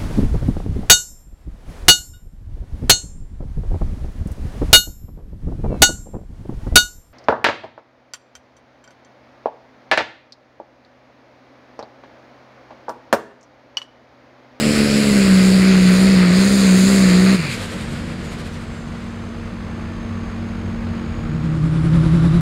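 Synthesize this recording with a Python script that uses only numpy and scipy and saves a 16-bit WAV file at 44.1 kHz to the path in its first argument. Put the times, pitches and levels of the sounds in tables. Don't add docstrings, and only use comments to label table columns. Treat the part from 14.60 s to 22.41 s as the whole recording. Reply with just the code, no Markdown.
import sys
import numpy as np
from scipy.fft import rfft, irfft, next_fast_len
from scipy.io import wavfile
from scipy.ndimage import map_coordinates

SR = 44100
rng = np.random.default_rng(int(sys.argv[2]) if len(sys.argv) > 2 else 0)


def persist_wave(psi):
    counts = np.round(np.clip(psi, -1, 1) * 32767).astype(np.int16)
    wavfile.write(sys.argv[1], SR, np.atleast_2d(counts).T)


N = 344401
TIME = np.arange(N) / SR

# t/s, f/Hz
PULL_FIRING = [(0, 222.4), (0.45, 210.9), (0.74, 188.1), (1.12, 188.1), (1.28, 183.2), (1.49, 192.6),
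               (1.69, 176.9), (1.88, 199.5), (1.96, 198), (2.14, 184.5), (2.31, 197), (2.39, 194.1),
               (2.53, 180), (2.72, 191.9)]
# multiple of a third of the
# firing rate, level/dB
STACK_OVERTONES = [(4, -7), (5, -0.5), (7, -0.5), (8, -2.5), (9, -11.5), (10, -14.5)]
# f/Hz, level/dB
BLAST_SPECTRUM = [(12, -7), (30, -10), (62, 3.5), (105, -1), (220, 5), (380, -3), (600, -2.5), (800, -15.5),
                  (1300, -35)]
# f/Hz, level/dB
JET_ROAR = [(600, -9), (830, -10), (1150, -2), (1480, 0), (1680, -2), (1950, 1.5), (2550, -0.5), (3050, -8),
            (3900, -14.5)]
JET_LOWER_HISS = [(2900, -18), (3450, -8), (4100, -1), (4600, 0), (5000, -2), (5450, -11), (6200, -17)]
JET_UPPER_HISS = [(5700, -24), (6250, -10.5), (6800, -1.5), (7250, -3), (7700, -2.5), (8500, -24)]
JET_SIZZLE = [(7700, -18), (8500, -4.5), (9300, -1.5), (9900, -6), (10800, -12), (12200, -13.5),
              (14000, -21.5), (16500, -20)]
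# t/s, level/dB
JET_TREBLE_ENVELOPE = [(0.0, -32.5), (0.11, -33), (0.86, -31.5), (1.14, -35), (1.35, -31), (1.65, -37),
                       (1.82, -30.5), (2.33, -28.5), (2.72, -35)]
# t/s, level/dB
IDLE_ENVELOPE = [(2.9, -36), (4, -42), (5.2, -37.5), (6.1, -34), (7, -35)]
# multiple of the engine cycle rate, level/dB
IDLE_PARTIALS = [(6, 6), (10, -4.5), (11, -8), (12, 1), (20, -12.5)]
# multiple of its pitch, level/dB
HUM_PARTIALS = [(1, -0.5), (2, -17), (1.225, -19), (1.425, -17)]
# f/Hz, level/dB
RUMBLE_SPECTRUM = [(15, -25), (28, -5), (41, 7), (52, 0.5), (85, 4.5), (115, -5.5), (180, 1.5), (255, -10),
                   (330, -6), (420, -14.5), (700, -44)]
CLATTER_SPECTRUM = [(330, -11), (450, 0), (650, -0.5), (900, -3.5), (1150, -1), (1700, -6), (2300, -8),
                    (3200, -15), (5000, -19), (5600, -27.5), (7400, -26.5), (8300, -32), (9000, -30.5),
                    (11500, -42), (16000, -46)]
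# f/Hz, level/dB
TURBO_AIR_SPECTRUM = [(250, 0.5), (500, 5.5), (850, -7), (1500, -2), (2400, -5), (3300, -9), (4800, -11),
                      (5900, -20), (7200, -15.5), (9200, -21), (15500, -44)]
# t/s, level/dB
SURGE_CHUFFS = [(2.928, -31), (3.03, -33.5), (3.127, -38), (3.215, -40), (3.325, -43), (3.655, -44),
                (3.73, -40.5), (3.8, -42), (3.868, -43), (3.94, -46.5), (4.02, -47)]
# f/Hz, width/Hz, level/dB
BLADE_RESONANCES = [(8600, 280, 3), (6830, 170, 5), (5900, 100, 0)]
TURBINE_RESONANCES = [(10800, 500, -4), (7500, 420, 4)]
# f/Hz, level/dB
BLIP_SPECTRUM = [(70, -14), (130, -4), (175, 3), (240, -5.5), (330, -9), (500, -25)]
# f/Hz, level/dB, peak t/s, half length/s
WHINE_SWELLS = [(852, -52, 5.22, .13), (1141, -54, 5.6, .4), (1766, -54, 5.35, .22)]
# multiple of the firing rate, level/dB
LOPE_PARTIALS = [(0.461, -14), (.78, -10), (1, -0.5)]
# f/Hz, level/dB
BARK_AND_WIND_SPECTRUM = [(8, -3), (14, -7), (24, -3), (45, 4), (80, 1.5), (108, -4.5), (200, -1.5),
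                          (320, 2), (390, -11), (470, -15), (560, -10), (800, -35)]
# f/Hz, level/dB
RATTLE_SPECTRUM = [(450, -15), (700, -7), (900, -5), (1300, -2), (1700, -8), (2400, -12), (3100, -15.5),
                   (3750, -16.5), (5000, -21), (6400, -27.5), (7500, -24.5), (9000, -32.5), (12000, -43),
                   (15500, -58)]

SHUT_S, CUT_S, CUT_DB = 2.75, 0.029, 6
LOW_IDLE_HZ = 70.1
CROSSFADE_S = 6.55


def amp(db):
    return 10 ** (np.asarray(db) / 20)


def unit(x):
    return x / np.sqrt(np.mean(x ** 2) + 1e-20)


def curve(rows):
    return np.interp(TIME, *np.transpose(rows))


def fade(start, end):
    return np.clip((TIME - start) / max(end - start, 1e-3), 0, 1)


def since(s):
    return np.maximum(TIME - s, 0)


def swell(s, width):
    return np.exp(-.5 * ((TIME - s) / width) ** 2)


def wobble(rate):
    return map_coordinates(rng.standard_normal(int(N * rate / SR) + 4), [TIME * rate], order=2)


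def filtered(x, response):
    size = next_fast_len(N + 8192)
    return irfft(rfft(x, size) * response(np.fft.rfftfreq(size, 1 / SR)), size)[:N]


def noise(spectrum, gate=1):
    f, db = np.transpose(spectrum)
    colour = lambda hz: amp(np.interp(np.log(hz + 1e-3), np.log(f), db, left=-120, right=-120))
    return unit(filtered(gate * rng.standard_normal(N), colour))


def bend(x, ratio):
    return unit(map_coordinates(x, [np.cumsum(ratio) % (N - 1)], order=3))


def turns(hz):
    return 2 * np.pi * np.cumsum(hz) / SR


def tones(phase, partials, waver_db, rate):
    return sum(amp(db + waver_db * wobble(rate)) * np.sin(k * phase + rng.uniform(0, 2 * np.pi))
               for k, db in partials)


def airy(hz, width):
    phase = turns(hz)
    return unit(wobble(width) * np.cos(phase) + wobble(width) * np.sin(phase))


def pulling_engine():
    run_down_s, run_down_db_per_s = .22, 82
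    stack_hz, off_tune_db_per_hz = 189.8, 0.24
    firing_hz = LOW_IDLE_HZ + (curve(PULL_FIRING) - LOW_IDLE_HZ) * np.exp(-since(SHUT_S) / run_down_s)
    phase = turns(firing_hz * (1 + 0.0051 * wobble(44)))
    drone_db = -10.5 - off_tune_db_per_hz * np.maximum(firing_hz - stack_hz, 0)
    uneven_db = np.minimum(-15.5 + 0.4 * (firing_hz - 190), -3)
    strokes = 1 + amp(uneven_db) * np.cos(phase / 3)
    drone = amp(drone_db + 0.7 * wobble(20)) * unit(np.cos(phase)) * strokes
    overtone = lambda k: amp(1.6 * wobble(18)) * np.cos(k * phase / 3 + .28 * wobble(50))
    thirds = unit(sum(amp(db) * overtone(k) for k, db in STACK_OVERTONES))
    octave = unit(overtone(6))
    growl = amp(0.1 * np.minimum(uneven_db + 20, 0) - 7) * thirds + amp(-6.5) * octave
    blast = noise(BLAST_SPECTRUM, gate=1 + 0.037 * np.cos(phase / 3))
    exhaust = drone + amp(-21.5) * (growl + amp(-2) * blast)
    stumble_hz, stumble_depth = 20.5, 0.68
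    stumble = 1 - stumble_depth * np.sin(np.pi * stumble_hz * since(SHUT_S)) ** 2
    release_db = -CUT_DB * fade(SHUT_S, SHUT_S + CUT_S) - run_down_db_per_s * since(SHUT_S + CUT_S)
    return -exhaust * stumble * amp(release_db), phase


def stack_jet(phase):
    glide = curve([(0, 1.052), (1.5, 0.98)])
    treble_db = curve(JET_TREBLE_ENVELOPE)
    treble_swing_db = treble_db - treble_db[TIME < SHUT_S].mean()
    bands = [(-26, JET_ROAR, glide ** 1.9),
             (-28.5 + 0.3 * treble_swing_db, JET_LOWER_HISS, glide),
             (treble_db - 1.5, JET_UPPER_HISS, glide),
             (treble_db - 4, JET_SIZZLE, glide)]
    jet = sum(amp(db + 0.95 * wobble(16)) * bend(noise(spectrum), ratio * (1 + .014 * wobble(9)))
              for db, spectrum, ratio in bands)
    puffs = 1 - 0.2 * np.cos(phase) + 0.17 * np.cos(phase / 2)
    throttle = amp(-CUT_DB * fade(SHUT_S, SHUT_S + CUT_S))
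    boost_left = 1 - fade(2.87, 3.03)
    return jet * puffs * throttle * boost_left


def idling_engines():
    firing_hz, hum_hz, hum_sag_hz_per_s = 94.7, 232.2, 1.196
    idle_time = since(4)
    grow_db = 2 * idle_time
    cycle = turns(firing_hz * (1 + .008 * wobble(20))) / 6
    firing = amp(curve(IDLE_ENVELOPE)) * tones(cycle, IDLE_PARTIALS, waver_db=1.6, rate=12)
    hum_phase = turns(hum_hz - hum_sag_hz_per_s * idle_time)
    hum = amp(-31 + grow_db) * tones(hum_phase, HUM_PARTIALS, waver_db=1.5, rate=6)
    rumble = amp(-34 + grow_db) * noise(RUMBLE_SPECTRUM, gate=1 + 0.21 * np.cos(cycle))
    loop = noise(CLATTER_SPECTRUM)[SR:][:round(SR * 6 / firing_hz)]
    loop_position = cycle / (2 * np.pi) % 1 * len(loop)
    ticks = map_coordinates(loop, [loop_position], order=3, mode="wrap")
    knocks = noise(CLATTER_SPECTRUM, gate=1 + .15 * np.cos(4 * cycle) + .11 * np.cos(3 * cycle))
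    clatter = amp(-41.5 + .75 * grow_db + .4 * wobble(16)) * (knocks + amp(-7.5) * ticks)
    whistle_hz = 6325 + 45 * idle_time ** 2 + 25 * wobble(5)
    whistle = amp(-64.5 + grow_db + wobble(12)) * airy(whistle_hz, width=270) * fade(3.6, 4)
    fader = fade(2.62, 2.91) * (1 - fade(CROSSFADE_S, CROSSFADE_S + 0.76))
    return (firing + hum + rumble + clatter + whistle) * fader


def coasting_turbo():
    coast_s, blade_start_hz, slowing_per_s = 2.95, 10130, .54
    chuff_s, chuff_shrink_per_s = .03, 0.78
    vent = fade(2.78, 2.781) * (1 - fade(2.94, 2.98))
    blow_off = amp(-32.5) * vent * noise([(1700, -18), (2050, -7), (2350, -1), (2900, -9)])
    air_db = -33.5 - 9 * since(3.2)
    air = amp(air_db + 0.91 * wobble(24.96)) * noise(TURBO_AIR_SPECTRUM) * fade(2.81, 2.84)
    chuffs = sum(amp(db) * swell(s, chuff_s * np.exp(-chuff_shrink_per_s * (s - coast_s)))
                 for s, db in SURGE_CHUFFS)
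    flutter = chuffs * noise([(1500, 5), (4200, 3.5), (5800, -6), (7500, -2), (9500, -5),
                              (13000, -17), (15500, -21)])
    blade_hz = blade_start_hz * np.exp(-slowing_per_s * since(coast_s))
    blades = amp(-57) * flaring_whistle(blade_hz, BLADE_RESONANCES, width=550)
    turbine = amp(-62) * flaring_whistle(1.412 * blade_hz, TURBINE_RESONANCES, width=600)
    return blow_off + air + flutter + blades + turbine


def flaring_whistle(hz, resonances, width):
    flare = sum(amp(db) * np.exp(-.5 * ((hz - centre) / spread) ** 2) for centre, spread, db in resonances)
    return airy(hz, width) * flare


def throttle_blip():
    start_s, full_s, decay_db_per_s, rev_hz = 3.09, 3.24, 12.5, 10
    firing_hz = LOW_IDLE_HZ + rev_hz * swell(3.9, width=.17)
    phase = turns(firing_hz * (1 + 0.031 * wobble(40)))
    firing = tones(phase, [(1, -1), (2, -1)], waver_db=1.5, rate=35)
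    throb = 1 + 0.51 * np.cos(phase / 6)
    puffs = amp(-1) * noise(BLIP_SPECTRUM, gate=throb)
    envelope = fade(start_s, full_s) * amp(-29.5 - decay_db_per_s * since(full_s))
    return envelope * (firing + puffs)


def faint_whines():
    return sum(amp(db) * swell(s, half_length) * airy(np.full(N, hz), width=14)
               for hz, db, s, half_length in WHINE_SWELLS)


def second_tractor():
    gulps_per_s, gulp_peak_s = 10, 7.455
    base_hz, climb_hz_per_s, swing_hz = 153.6, 10, 7.6
    full_s, rise_db_per_s = 7.39, 13.5
    fuel = np.cos(2 * np.pi * gulps_per_s * (TIME - gulp_peak_s)) * (1 + 0.29 * wobble(12))
    firing_hz = base_hz + climb_hz_per_s * since(CROSSFADE_S) + swing_hz * fuel
    phase = turns(firing_hz * (1 + 0.01203 * wobble(40)))
    drone = amp(-10 + fuel) * tones(phase, LOPE_PARTIALS, waver_db=2.05, rate=41)
    puffs = 1 + 0.16 * np.cos(phase)
    chug = amp(3 * fuel)
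    octave = amp(-3) * np.sin(2 * phase)
    bark_and_wind = amp(-23.5) * chug * (noise(BARK_AND_WIND_SPECTRUM, gate=puffs) + octave)
    rattle = amp(1.5 * fuel) * noise(RATTLE_SPECTRUM, gate=puffs)
    spool = .93 + .09 * fade(6.8, 7.6)
    hiss = noise([(7500, -22), (9000, -18), (9750, -8), (10900, -23)])
    intake = amp(-22.5) * fade(6.7, 7.1) * chug * bend(hiss, spool)
    whine = amp(-16) * chug * airy(3700 * spool, width=700) * swell(7.75, width=0.31)
    fader = fade(6.43, 6.84) * amp(-rise_db_per_s * np.maximum(full_s - TIME, 0))
    return fader * (drone + bark_and_wind + amp(-34) * (rattle + intake + whine))


def scene():
    exhaust, phase = pulling_engine()
    pull = exhaust + stack_jet(phase)
    wind_down = idling_engines() + coasting_turbo() + throttle_blip() + faint_whines()
    return (pull + wind_down + second_tractor())[None]


def record(dry):
    ceiling, top_hz = .72, 15720
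    rounded = dry[0] / (1 + np.abs(dry[0] / ceiling) ** 6) ** (1 / 6)
    return filtered(rounded, lambda hz: hz < top_hz)[None]


dry = scene()
out = record(dry)
persist_wave(out)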